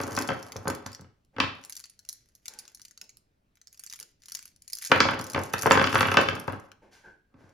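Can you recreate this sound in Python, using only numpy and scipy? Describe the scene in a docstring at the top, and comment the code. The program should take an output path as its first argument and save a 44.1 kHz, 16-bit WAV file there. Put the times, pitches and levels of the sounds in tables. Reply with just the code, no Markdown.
"""Cartridges raked over a wooden table

A hand rakes steel-cased cartridges over a wooden table, lifts a fistful, shakes it and pours it back.
Blows on the wood are ringing plank modes with a contact crack; ticks of case on case are short noise blips.
Random streams of small contacts make the rolling and rattling, and shaped noise the brushing of skin.
A small room answers with a sparse random tail, over a steady room tone."""
import sys
import numpy as np
from scipy import signal
from scipy.fft import rfft, irfft, next_fast_len
from scipy.io import wavfile
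from scipy.ndimage import uniform_filter1d

SR = 44100
rng = np.random.default_rng(int(sys.argv[2]) if len(sys.argv) > 2 else 0)


def unload_wav(signal):
    """Save mono or channel-first audio to the path in sys.argv[1] as 16-bit WAV at rate SR, clipped to [-1, 1]."""
    wavfile.write(
        sys.argv[1],
        SR,
        np.round(np.clip(np.atleast_2d(signal).T, -1, 1) * 32767).astype(np.int16),
    )


N = 332073

# lowest plank modes: pitch_hz [Hz], width_hz [Hz], level_db [dB, relative]
PLANK_MODES = [(105.6, 25, 1.5), (132.6, 89, -5.5), (190.6, 46, -4.5), (266.4, 51, 1)]


def table():
    """Knocks over the rumble of rolling rounds, with the deepest bass filtered off."""
    # cartridges striking the table: start_s [s], level_db [dB], sharpness [dB per octave],
    # edge_db [dB, steel edge relative to the wood]
    strikes = [(0.001, -18.5, -1.5, -18.5), (0.037, -23, -6, -19.5), (0.114, -30, -7, -19.5),
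               (0.174, -12.5, -1.5, -19.5), (0.203, -20, -5, -19), (0.288, -14.5, 0, -17),
               (0.303, -17.5, -3.5, -14.5), (0.317, -21, -1, -18.5), (0.558, -26, -6, -23.5),
               (0.655, -26.5, -9, -21), (0.672, -16.5, -3, -23), (0.685, -17.5, -11, -22),
               (0.699, -19, -0.5, -11.5), (0.861, -28, -0.5, -4), (0.993, -38.5, -4, -15.5),
               (1.016, -45.5, -6, -18.5), (1.044, -47, 2, -17.5), (1.364, -32, 4.5, -19),
               (1.383, -20.5, -2, -18), (1.401, -7.5, 8, -8), (1.417, -25, 0, -18.5),
               (1.436, -17.5, 0.5, -15.5), (1.476, -33, 9, -18), (4.916, 2.5, 1.5, -16),
               (4.959, -14.5, 0, -27.5), (4.978, -28.5, 2, -19.5), (5.003, -2.5, 4, -3.5),
               (5.053, -13, -8.5, -20), (5.086, -11.5, 1, -20), (5.114, -20.5, 0, -21),
               (5.133, -22, 3, -17), (5.196, -20.5, -2, -17.5), (5.346, -14, 5, -16),
               (5.36, -15, -2.5, -19.5), (5.377, -16.5, -6, -20), (5.399, -24, -6, -21),
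               (5.537, -13, 2.5, -17.5), (5.632, -20.5, 1.5, -17), (5.658, -6, -4, -22),
               (5.67, -8, -3.5, -22.5), (5.709, 1.5, 1.5, -15.5), (5.726, -14, -3.5, -17.5),
               (5.753, -8, -0.5, -18.5), (5.773, -4.5, -1, -21), (5.795, -9.5, 4.5, -18.5),
               (5.813, -8, 0.5, -17.5), (5.841, -9.5, 4, -7), (5.871, -14, 8.5, -19),
               (5.927, -15.5, 3, -18), (5.942, -13.5, -1, -18), (5.954, -5, 1.5, -18),
               (5.987, -13.5, 5.5, -15), (6.007, -6.5, 3, -17), (6.028, -9.5, 1, -15),
               (6.053, -14, 2, -20.5), (6.084, -12, 1, -21), (6.116, -12.5, 2.5, -21.5),
               (6.141, -11.5, 0.5, -20), (6.17, -0.5, 2, -9.5), (6.187, -9.5, -4, -32),
               (6.213, -17, -5, -21.5), (6.232, -22, -2.5, -19), (6.286, -11.5, 4, -13),
               (6.309, -25, -3, -22), (6.33, -26, -2, -22), (6.366, -24.5, 0, -21), (6.479, -16, -2.5, -20),
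               (6.498, -28.5, -2, -34), (6.53, -28, -1.5, -32), (7.34, -53, -2, -23),
               (7.406, -63, 8, -15.5), (7.44, -54.5, -1, -17)]
    # rolling and sliding on the wood, one curve per stretch: time_s [s], level_db [dB]
    rolling = [
        [(0.0, -41), (0.124, -41), (0.5, -53), (0.827, -53.5), (1.25, -93)],
        [(1.33, -74), (1.554, -56), (1.7, -73.5)],
        [(4.9, -40.5), (5.08, -41.5), (5.33, -50), (5.35, -43), (5.417, -50.5), (5.63, -52), (5.65, -41),
         (5.8, -36.5), (5.91, -46), (6.031, -44), (6.25, -41), (6.45, -48.5), (6.52, -47), (6.8, -74.5)],
        [(7.3, -84), (7.386, -63.5), (7.53, -71)],
    ]
    mix = np.zeros((2, N))
    pan_luck = rng.standard_normal(len(strikes))
    for (start_s, level_db, tilt_db, edge_db), luck in zip(strikes, pan_luck):
        boom_db = -19.5 - 0.4612 * level_db  # soft blows are mostly boom
        blow = knock(boom_db, tilt_db, edge_db, size=6000)
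        add(mix, start_s, amp(level_db) * blow, pan_db=0.6 + 1.6 * luck)

    def small_bump():
        return knock(boom_db=-31.0, tilt_db=-6.3, edge_db=-23.5, size=2000)

    def small_boom():
        return ring(PLANK_MODES, spread_db=3.6, apart=0.15, rise_s=0.0026, size=5000)

    bumps = grains(250, 1.5, [small_bump] * 8)
    booms = grains(220, 3.0, [small_boom] * 3)
    mix += amp(curve(rolling, column=1)) * (bumps + amp(-3.5) * booms)
    highpass = signal.butter(2, 68.0, "high", fs=SR, output="sos")
    return signal.sosfilt(highpass, mix)


def knock(boom_db, tilt_db, edge_db, size):
    """Contact crack, ringing planks and a low boom; a sharper blow wakes the higher modes."""
    # table top modes: pitch_hz [Hz], width_hz [Hz], level_db [dB, relative]
    top_modes = [(310, 68, -5.5), (427.8, 53, -1.5), (536, 32, -4), (710, 220, -12.5), (852, 96, -11.5),
                 (987, 31, -10.5), (1042, 77, -4), (1183, 46, -4), (1320, 40, -5), (1495, 66, -10),
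                 (1580, 33, -6), (1830, 150, -10.5), (2160, 180, -4.5), (2243, 190, -2), (2637, 60, -8),
                 (2997, 75, -10), (3450, 83, -10)]
    # contact noise: pitch_hz [Hz], level_db [dB, relative]
    contact_noise = [(200, -31), (700, 5.5), (1300, 8), (2800, -5), (5000, -20), (7000, -31), (12000, -41)]
    # steel edge on wood: pitch_hz [Hz], level_db [dB, relative]
    steel_edge = [(2500, -20.5), (3500, -5), (4800, 6.5), (5600, -1), (7000, -7.5), (9000, -31.5),
                  (13000, -42.5)]
    boom_tilt = 0.85  # share of the sharpness that reaches the lowest modes
    top = [(hz, width, db + tilt_db * np.log2(hz / 1200)) for hz, width, db in top_modes]
    low = [(hz, width, db + boom_tilt * tilt_db * np.log2(hz / 180)) for hz, width, db in PLANK_MODES]
    contact = [(hz, db + tilt_db * np.log2(min(hz, 3500) / 1200)) for hz, db in contact_noise]

    wood = ring(top, spread_db=1.1, apart=0.94, rise_s=0.0012, size=2000)
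    wood = peaked(wood + amp(1.5) * crack(contact, spread_s=0.003014, apart=0.55, size=2000))
    wood = wood + amp(edge_db) * crack(steel_edge, spread_s=0.0012, apart=0.13, size=2000)
    wood = np.pad(wood, [(0, 0), (0, size - wood.shape[1])])
    boom = ring(low, spread_db=3.7, apart=0.056, rise_s=0.0038, size=size)
    return wood + amp(boom_db) * boom


def ring(modes, spread_db, apart, rise_s, size):
    """Decaying modes of the wood; random strengths and side phases stand for where the blow lands."""
    hz, width_hz, db = np.array(modes).T[:, :, None]
    detune, sign, strength, side = rng.standard_normal((4, len(modes), 1))
    t = np.arange(size) / SR
    half_sides = np.array([0.5, -0.5])[:, None, None]
    phase = 2 * np.pi * hz * (1 + 0.02 * detune) * t + apart * side * half_sides
    decay = np.exp(-np.pi * np.maximum(width_hz, 8) * t)  # a wider mode dies sooner
    waves = np.sign(sign) * amp(db + spread_db * strength) * np.sin(phase) * decay
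    rise = 1 - np.exp(-(t / rise_s) ** 2)
    return peaked(waves.sum(1) * rise)


def crack(points, spread_s, apart, size):
    """A click of smooth spectrum whose bands arrive scattered in time, a little differently per side."""
    hz = np.fft.rfftfreq(size, 1 / SR)
    knot_hz = np.geomspace(150, SR / 2, 70)
    knots_s = rng.exponential(spread_s, 70) * amp(apart * rng.standard_normal((2, 70)))
    scatter_s = np.array([np.interp(hz, knot_hz, side) for side in knots_s])
    late_s = 0.0008 + scatter_s / (1 + hz / 5000)  # the treble is scattered less
    phase = -2 * np.pi * np.cumsum(late_s, 1) * hz[1]  # phase is the running sum of the delay
    return peaked(irfft(amp(read(points, hz)) * np.exp(1j * phase), size))


def heap():
    """Ticks of case on case, on average a little to the left, over the fine rattle of the heap."""
    # case ticking on case: start_s [s], level_db [dB], rim_db [dB, upper ring relative to main ring],
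    # body_db [dB, lower body relative to the rings]
    ticks = [(0.0145, -28, 2, -7.5), (0.035, -24.5, -14.5, -15), (0.077, -32, -0.5, -25),
             (0.129, -32, -5, -20.5), (0.1513, -25, -7.5, -20), (0.166, -20.5, -9.5, -16),
             (0.1746, -28, -14, -15.5), (0.189, -13.5, -6, -15.5), (0.214, -24.5, -6, -18),
             (0.222, -20.5, -5.5, -16.5), (0.2756, -27, -8.5, -20.5), (0.2814, -28.5, -2, -14.5),
             (0.4281, -31, -5, -23), (0.5213, -26.5, -6.5, -7), (0.5653, -25, -13, -10),
             (0.6802, -20, -2, -26), (0.7012, -24, -6, -18), (0.75, -29, -3, -10), (0.8642, -26, -5, -24),
             (0.9185, -39, -6, -11), (0.9305, -34.5, -9, -14.5), (0.9488, -34, -20, -12.5),
             (0.9538, -38, -17, -17.5), (1.0107, -39, -15, -18.5), (1.249, -60.5, -3, -15.5),
             (1.6386, -36.5, -16, -5), (1.6494, -29.5, 2, -20), (1.697, -26, 5, -16), (1.7036, -35, 1, -16),
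             (1.7242, -28, -9, -16), (1.7537, -32, -5.5, -15), (1.7666, -26.5, -3, -21),
             (1.775, -34, 3, -15), (1.7854, -42, 0, -15), (1.7954, -35.5, 5, -13), (1.8012, -30, -6, -18),
             (1.8405, -30.5, -15, -14), (1.8565, -36, -4, -10.5), (1.898, -39, 2.5, -16),
             (1.992, -36.5, -9, -22), (2.0512, -42.5, -12, -12.5), (2.0899, -17.5, -5, -31),
             (2.0936, -30, -7, -21.5), (2.1286, -27, 4.5, -26), (2.2884, -49, -3, -17),
             (2.352, -41, -0.5, -29), (2.4573, -28.5, -9.5, -16.5), (2.4815, -22.5, -9, -17),
             (2.493, -43, 5, -16), (2.5375, -36, -6, -11), (2.589, -24.5, -4, -25), (2.597, -36, 0, -11),
             (2.6535, -44, -9, -6), (2.679, -35.5, -25, -12), (2.7482, -29.5, -3, -36),
             (2.7734, -42, -14, -16), (2.797, -40, -8, -8), (2.8175, -32.5, -4, -20),
             (2.8514, -30, -3, -19), (2.8823, -44, -4, -14), (2.9107, -37.5, -10, -15),
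             (2.9762, -37, -13, -14), (3.0144, -26.5, -8.5, -11), (3.0408, -41, -17, -22),
             (3.0936, -38, -17, -11), (3.101, -46, -8, -22), (3.1708, -41, 0, -18),
             (3.5553, -50.5, -4.5, -13), (3.572, -51.5, -13, -8), (3.6155, -41.5, -31, -13.5),
             (3.6725, -35, -18.5, -20), (3.7288, -39, -0.5, -20), (3.7454, -42.5, -5, -15),
             (3.775, -43, -7, -15), (3.795, -30, 3.5, -22), (3.8375, -27.5, -1, -16),
             (3.8643, -32, -6, -23), (3.872, -33.5, -6, -16), (3.8993, -30, -11, -28),
             (3.903, -40, -3, -19), (3.9132, -38, -4, -7), (3.926, -26.5, -7, -13),
             (3.936, -26.5, -6, -10.5), (3.959, -34.5, 0, -12), (3.9644, -42, 2, -13), (3.991, -37, 7, -6),
             (4.0003, -26, 3.5, -17.5), (4.0106, -36, -4, -5.5), (4.028, -28.5, -10, -14),
             (4.2207, -46, -13.5, -14), (4.236, -42, -15, -12), (4.258, -34, -5, -18),
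             (4.2845, -31.5, -3, -9.5), (4.2983, -35, -1, -16), (4.3207, -23.5, -4, -17.5),
             (4.3438, -33, -4, -26), (4.35, -19.5, -5.5, -16), (4.3563, -38, -6, -18),
             (4.371, -32, -2, -13), (4.391, -33.5, -10, -11), (4.427, -35, -4, -12.5),
             (4.4552, -32, 4, -17.5), (4.4786, -39.5, -2.5, -18), (4.562, -45.5, -3, -22),
             (4.6213, -37, -1.5, -26.5), (4.679, -31, 0.5, -24), (4.7003, -32, 2, -19),
             (4.7242, -31, -5, -25), (4.7322, -20.5, -1.5, -28.5), (4.7528, -27, 2, -22),
             (4.771, -29.5, -6, -19.5), (4.786, -26, -4.5, -20), (4.822, -26, 3.5, -22),
             (4.8274, -30, -2, -20), (4.8494, -20, -3, -20), (4.86, -24.5, -6.5, -26.5),
             (4.8727, -21, -6, -20.5), (4.8826, -31.5, -6, -26), (5.111, -32.5, 0, -16),
             (5.1922, -27, -9, -12), (5.2126, -25, -7.5, -17.5), (5.242, -26.5, -4, -17.5),
             (5.2676, -28.5, -3, -14.5), (5.3, -23.5, -2.5, -16.5), (5.308, -33, -5, -19),
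             (5.3186, -33.5, -3, -16.5), (5.3337, -26, -4.5, -17), (5.3914, -28.5, -9, -13),
             (5.4165, -33.5, -2, -14.5), (5.436, -27.5, -4, -17), (5.455, -37.5, 4, -16.5),
             (5.498, -41, -10, -16), (5.5361, -18, 0, -13.5), (5.5825, -27, -3.5, -18),
             (5.591, -22.5, -2, -14), (5.6128, -27, -1.5, -16), (5.6222, -16.5, -2, -17),
             (5.6321, -18.5, 4, -17.5), (5.6648, -19, 3, -17.5), (5.7199, -10.5, -15, -16),
             (5.9277, -27.5, -16, -16), (5.948, -19, -2, -12), (5.981, -23.5, 7, -24),
             (5.9957, -23, 24, -20), (6.0076, -16.5, -11.5, -21), (6.022, -23.5, 1, -18.5),
             (6.1157, -23, -2, -17), (6.1418, -24.5, -1.5, -17), (6.2133, -25, 0, -17),
             (6.353, -29.5, 0, -16), (6.3989, -30.5, 2, -20), (6.4752, -42, 4, -14), (6.5228, -42, 13, -21),
             (6.5987, -45, -4, -16), (6.6594, -61, -6, -16), (6.7175, -45.5, -9, 6.5),
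             (7.4937, -54, -11.5, -11)]
    # small ticks and scrapes, one curve for each stir of the hand: time_s [s], level_db [dB]
    rattle = [
        [(0.0, -54), (0.158, -46), (0.36, -57.5), (0.85, -71), (1.1, -99)],
        [(1.55, -65), (1.798, -74.5), (2.03, -81), (2.126, -69), (2.4, -83)],
        [(2.42, -72.5), (2.674, -69), (2.902, -79), (3.034, -88), (3.2, -100)],
        [(3.55, -99), (3.624, -94.5), (3.806, -67), (3.868, -68), (4.12, -74)],
        [(4.2, -73), (4.288, -61), (4.43, -63), (4.52, -72)],
        [(4.6, -77), (4.702, -73), (4.838, -42.5), (5.13, -62), (5.55, -55.5)],
        [(5.56, -51.5), (5.724, -43.5), (6.068, -47), (6.448, -62.5), (6.7, -80)],
    ]
    mix = np.zeros((2, N))
    pan_luck = rng.standard_normal(len(ticks))
    for (contact_s, level_db, rim_db, body_db), luck in zip(ticks, pan_luck):
        start_s = contact_s - 66 / SR  # early, because the blip takes 88 samples to swell
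        add(mix, start_s, amp(level_db) * tick(rim_db, body_db), pan_db=0.75 + 2.2 * luck)

    def small_tick():
        return tick(rim_db=-4.0, body_db=-8.0)

    return mix + amp(curve(rattle, column=1)) * grains(470, 5.3, [small_tick] * 10)


def tick(rim_db, body_db):
    """Held steel rings for about a millisecond, then chatters faintly."""
    # main ring of a case: pitch_hz [Hz], level_db [dB, relative]
    case_ring = [(700, -41.5), (1600, -29), (3400, -18), (4500, -3), (5900, -0.5), (7400, -1), (8600, -19)]
    # upper ring: pitch_hz [Hz], level_db [dB, relative]
    upper_ring = [(7500, -26.5), (8800, 2), (10500, 0.5), (12500, -3.5), (14500, -11), (16500, -26)]
    # lead-filled nose: pitch_hz [Hz], level_db [dB, relative]
    nose = [(600, -26), (1200, 1.5), (1900, 7), (3000, 4.5), (4000, 0), (6000, -33.5)]
    steel = peaked(pip(case_ring, 0.00097) + amp(rim_db) * pip(upper_ring, 0.0011))
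    one = steel + amp(body_db) * pip(nose, 0.0011)
    return touches(one, count=4, within_s=0.014, fade_db=-17.5)


def pip(points, width_s):
    """A blip of coloured noise under a bell-shaped swell that peaks two milliseconds in."""
    t = np.arange(-88, 168) / SR
    noise = coloured(pair(len(t), 0.87), points)
    return peaked(noise * np.exp(-(t / width_s) ** 2))


def touches(sound, count, within_s, fade_db):
    """A contact is rarely single: weaker touches follow at random gaps."""
    comb = np.zeros(round(within_s * SR) + 2)
    late = rng.random(count)  # share of the time span
    touch_db = fade_db * (late * 0.94 + 0.5 * rng.random(count))
    comb[(late * within_s * SR).astype(int)] = amp(touch_db)
    comb[0] = 1  # the first contact
    return signal.oaconvolve(sound, comb[None], axes=1)


def grains(per_s, spread_db, makers):
    """A random stream of small contacts, a few of them large, evened to a running rms near 1."""
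    out = np.zeros((2, N))
    for make in makers:
        struck = rng.random(N) < per_s / SR / len(makers)
        sizes = amp(spread_db * np.minimum(rng.exponential(1, N), 4))
        out += signal.oaconvolve((struck * sizes)[None], make(), axes=1)[:, :N]
    running_power = uniform_filter1d((out ** 2).mean(0), SR // 4)  # over a quarter second
    return out / np.sqrt(running_power + 1e-9)


def brushes():
    """Skin brushing skin or wood: banded noise with more or less squeak, swelling quickly and fading."""
    # brushes: start_s [s], length_s [s], level_db [dB, before the swell], brightness [dB per octave],
    # squeak_db [dB, relative to the swish]
    strokes = [(1.333, 0.092, -61, -3, -20), (2.471, 0.3, -59.5, 2.5, -12), (3.016, 0.061, -64, -6, -20),
               (3.999, .08, -66, -11, -17), (6.814, .12, -55, -3, -25), (6.909, .16, -57, 4.5, -9),
               (7.032, 0.14, -55, -1.5, 1), (7.359, 0.36, -63.5, 0, -10)]
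    # bands that a brush wakes: pitch_hz [Hz], width_hz [Hz], level_db [dB, relative]
    skin_bands = [(420, 470, 2.3), (876, 185, 0.5), (2100, 1000, -9.5), (5550, 7000, -17.5)]
    squeak_hz, squeak_width_hz = 1558, 240
    mix = np.zeros((2, N))
    for start_s, length_s, level_db, tilt_db, squeak_db in strokes:
        u = np.arange(0, 1, 1 / (length_s * SR))  # progress through the stroke
        f = np.fft.rfftfreq(len(u), 1 / SR)
        wide = 0
        for hz, width_hz, band_db in skin_bands:
            gain = amp(band_db + tilt_db * np.log2(hz / 1000))
            wide = wide + gain / (1 + ((f - hz) / width_hz * 2) ** 2)
        thin = 1 / (1 + ((f - squeak_hz) / squeak_width_hz * 2) ** 4)
        spectrum = evened(wide) + amp(squeak_db) * evened(thin)
        swish = irfft(rfft(rng.standard_normal(len(u))) * spectrum, len(u))
        swell = np.minimum(u / 0.14, 1) * (1 - u) ** 1.22
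        add(mix, start_s, amp(level_db) * swish * swell, pan_db=0)
    return mix


def room(x, shared, decays):
    """Sparse taps of random sign, each band dying at its own speed; part of the tail is common to both sides."""
    taps = np.zeros((3, SR // 2))  # common, left, right
    # one tap at a random place in every 20 samples
    at = np.arange(100, SR // 2 - 20, 20) + rng.integers(0, 20, (3, (SR // 2 - 101) // 20))
    np.put_along_axis(taps, at, rng.choice([-1.0, 1.0], at.shape), 1)
    hz, t, z = signal.stft(taps, SR, nperseg=256)
    # long waves reach both ports alike
    same = np.maximum(np.clip(shared, 0, 1), np.exp(-(hz / 500) ** 2))[:, None]
    sides = same * z[0] + np.sqrt(1 - same ** 2) * z[1:]
    dying = amp(-60 * t / read(decays, hz)[:, None])
    tail = signal.istft(sides * dying, SR, nperseg=256)[1]
    tail = tail / np.linalg.norm(tail[0])
    return signal.fftconvolve(x.mean(0)[None], tail, axes=1)[:, :N]


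def hush():
    """Steady room tone: noise partly alike on both sides, with slight patches in time and pitch."""
    # room tone spectrum: pitch_hz [Hz], level_db [dB, relative]
    tone = [(15, -33), (25, -10), (58, -2), (143, -11), (215, -14.5), (275, -14), (371, -21), (425, -17.5),
            (500, -24.5), (622, -19), (675, -23.5), (1410, -28.5), (16800, -47)]
    # left-right likeness: pitch_hz [Hz], likeness [-1 to 1]
    likeness = [(60, 0.89), (240, 1), (950, -0.67), (3770, 0.67), (15000, -0.19)]
    frames, hz = N // 256 + 5, np.fft.rfftfreq(1024, 1 / SR)
    a, b, c, d, patches = rng.standard_normal((frames, 513, 5)).T
    patches = uniform_filter1d(patches, 12, 0)  # across pitch
    patches = evened(uniform_filter1d(patches, 14, 1))  # along time
    same = np.clip(read(likeness, hz), -1, 1)[:, None]
    left = a + 1j * b
    right = same * left + np.sqrt(1 - same ** 2) * (c + 1j * d)
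    z = np.array([left, right]) * amp(read(tone, hz)[:, None] + 1.7 * patches)
    noise = signal.istft(z, nperseg=1024, noverlap=768)[1][:, :N]
    return amp(-72) * evened(noise)


def amp(db):
    """Decibels to an amplitude factor."""
    return 10 ** (np.asarray(db) / 20)


def evened(x):
    """Scales to rms 1."""
    return x / np.sqrt(np.mean(x ** 2) + 1e-20)


def peaked(x):
    """Scales to peak 1."""
    return x / (abs(x).max() + 1e-12)


def read(points, hz):
    """Reads a table of values over pitch, along a logarithmic pitch axis."""
    f, value = np.transpose(points)
    return np.interp(np.log(hz + 1), np.log(f + 1), value)


def coloured(x, points):
    """Filters x by the spectrum of a table."""
    size = next_fast_len(x.shape[-1])
    gain = amp(read(points, np.fft.rfftfreq(size, 1 / SR)))
    return irfft(rfft(x, size) * gain, size)[..., :x.shape[-1]]


def pair(size, same):
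    """Two channels of noise that are partly alike."""
    same = np.clip(same, 0, 1)
    noise = rng.standard_normal((3, size))
    return same * noise[0] + np.sqrt(1 - same ** 2) * noise[1:]


def add(mix, start_s, sound, pan_db):
    """Adds a sound to the mix; a positive pan makes the left louder than the right."""
    part = mix[:, round(start_s * SR):][:, :sound.shape[-1]]
    part += amp([[pan_db / 2], [-pan_db / 2]]) * sound[..., :part.shape[1]]


def curve(tables, column):
    """One column of several tables along the time axis; -120 dB between them."""
    t, out = np.arange(N) / SR, np.full(N, -120.0)
    for rows in map(np.array, tables):
        inside = (t >= rows[0, 0]) & (t <= rows[-1, 0])
        out[inside] = np.interp(t[inside], rows[:, 0], rows[:, column])
    return out


def scene():
    """Wood and steel, the short tail of the ticks, the answer of the room and its tone."""
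    # dying of the room: pitch_hz [Hz], t60_s [s]
    room_decay = [(80, 0.29), (250, 0.36), (1500, 0.41), (4000, 0.42), (10000, 0.22)]
    # dying of the ticks among the fingers and nearby things: pitch_hz [Hz], t60_s [s]
    hand_decay = [(300, 0.07), (3000, 0.042), (10000, 0.02)]
    wood, steel = table() + brushes(), heap()
    walls = room(amp(-3.5) * wood + amp(-10.5) * steel, 0.56, room_decay)
    near = amp(-13.5) * room(steel, 1.0, hand_decay)
    return wood + steel + near + walls + hush()


def record(dry):
    """Two ports a little apart hear the treble out of step; loud blows overload softly; then the band limit."""
    # port spacing: pitch_hz [Hz], lead [radians by which the left port leads]
    port_lead = [(100, 0), (2000, 0), (4800, .5), (5800, -.1), (6900, -1.4), (7900, -3), (9000, -3.6),
                 (10400, -5.7), (11700, -6.3), (12700, -7.1), (14100, -9.2), (16500, -10)]
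    size = next_fast_len(N + 2048)
    lead = read(port_lead, np.fft.rfftfreq(size, 1 / SR)) * np.array([[0.5], [-0.5]])
    heard = irfft(rfft(dry, size) * np.exp(1j * lead), size)[:, :N]
    heard = 0.95 * np.tanh(heard / 0.95)
    lowpass = signal.firwin(511, 16800, window=("kaiser", 9), fs=SR)  # cutoff in Hz
    return signal.oaconvolve(heard, lowpass[None], "same")


dry = scene()
out = record(dry)
unload_wav(out)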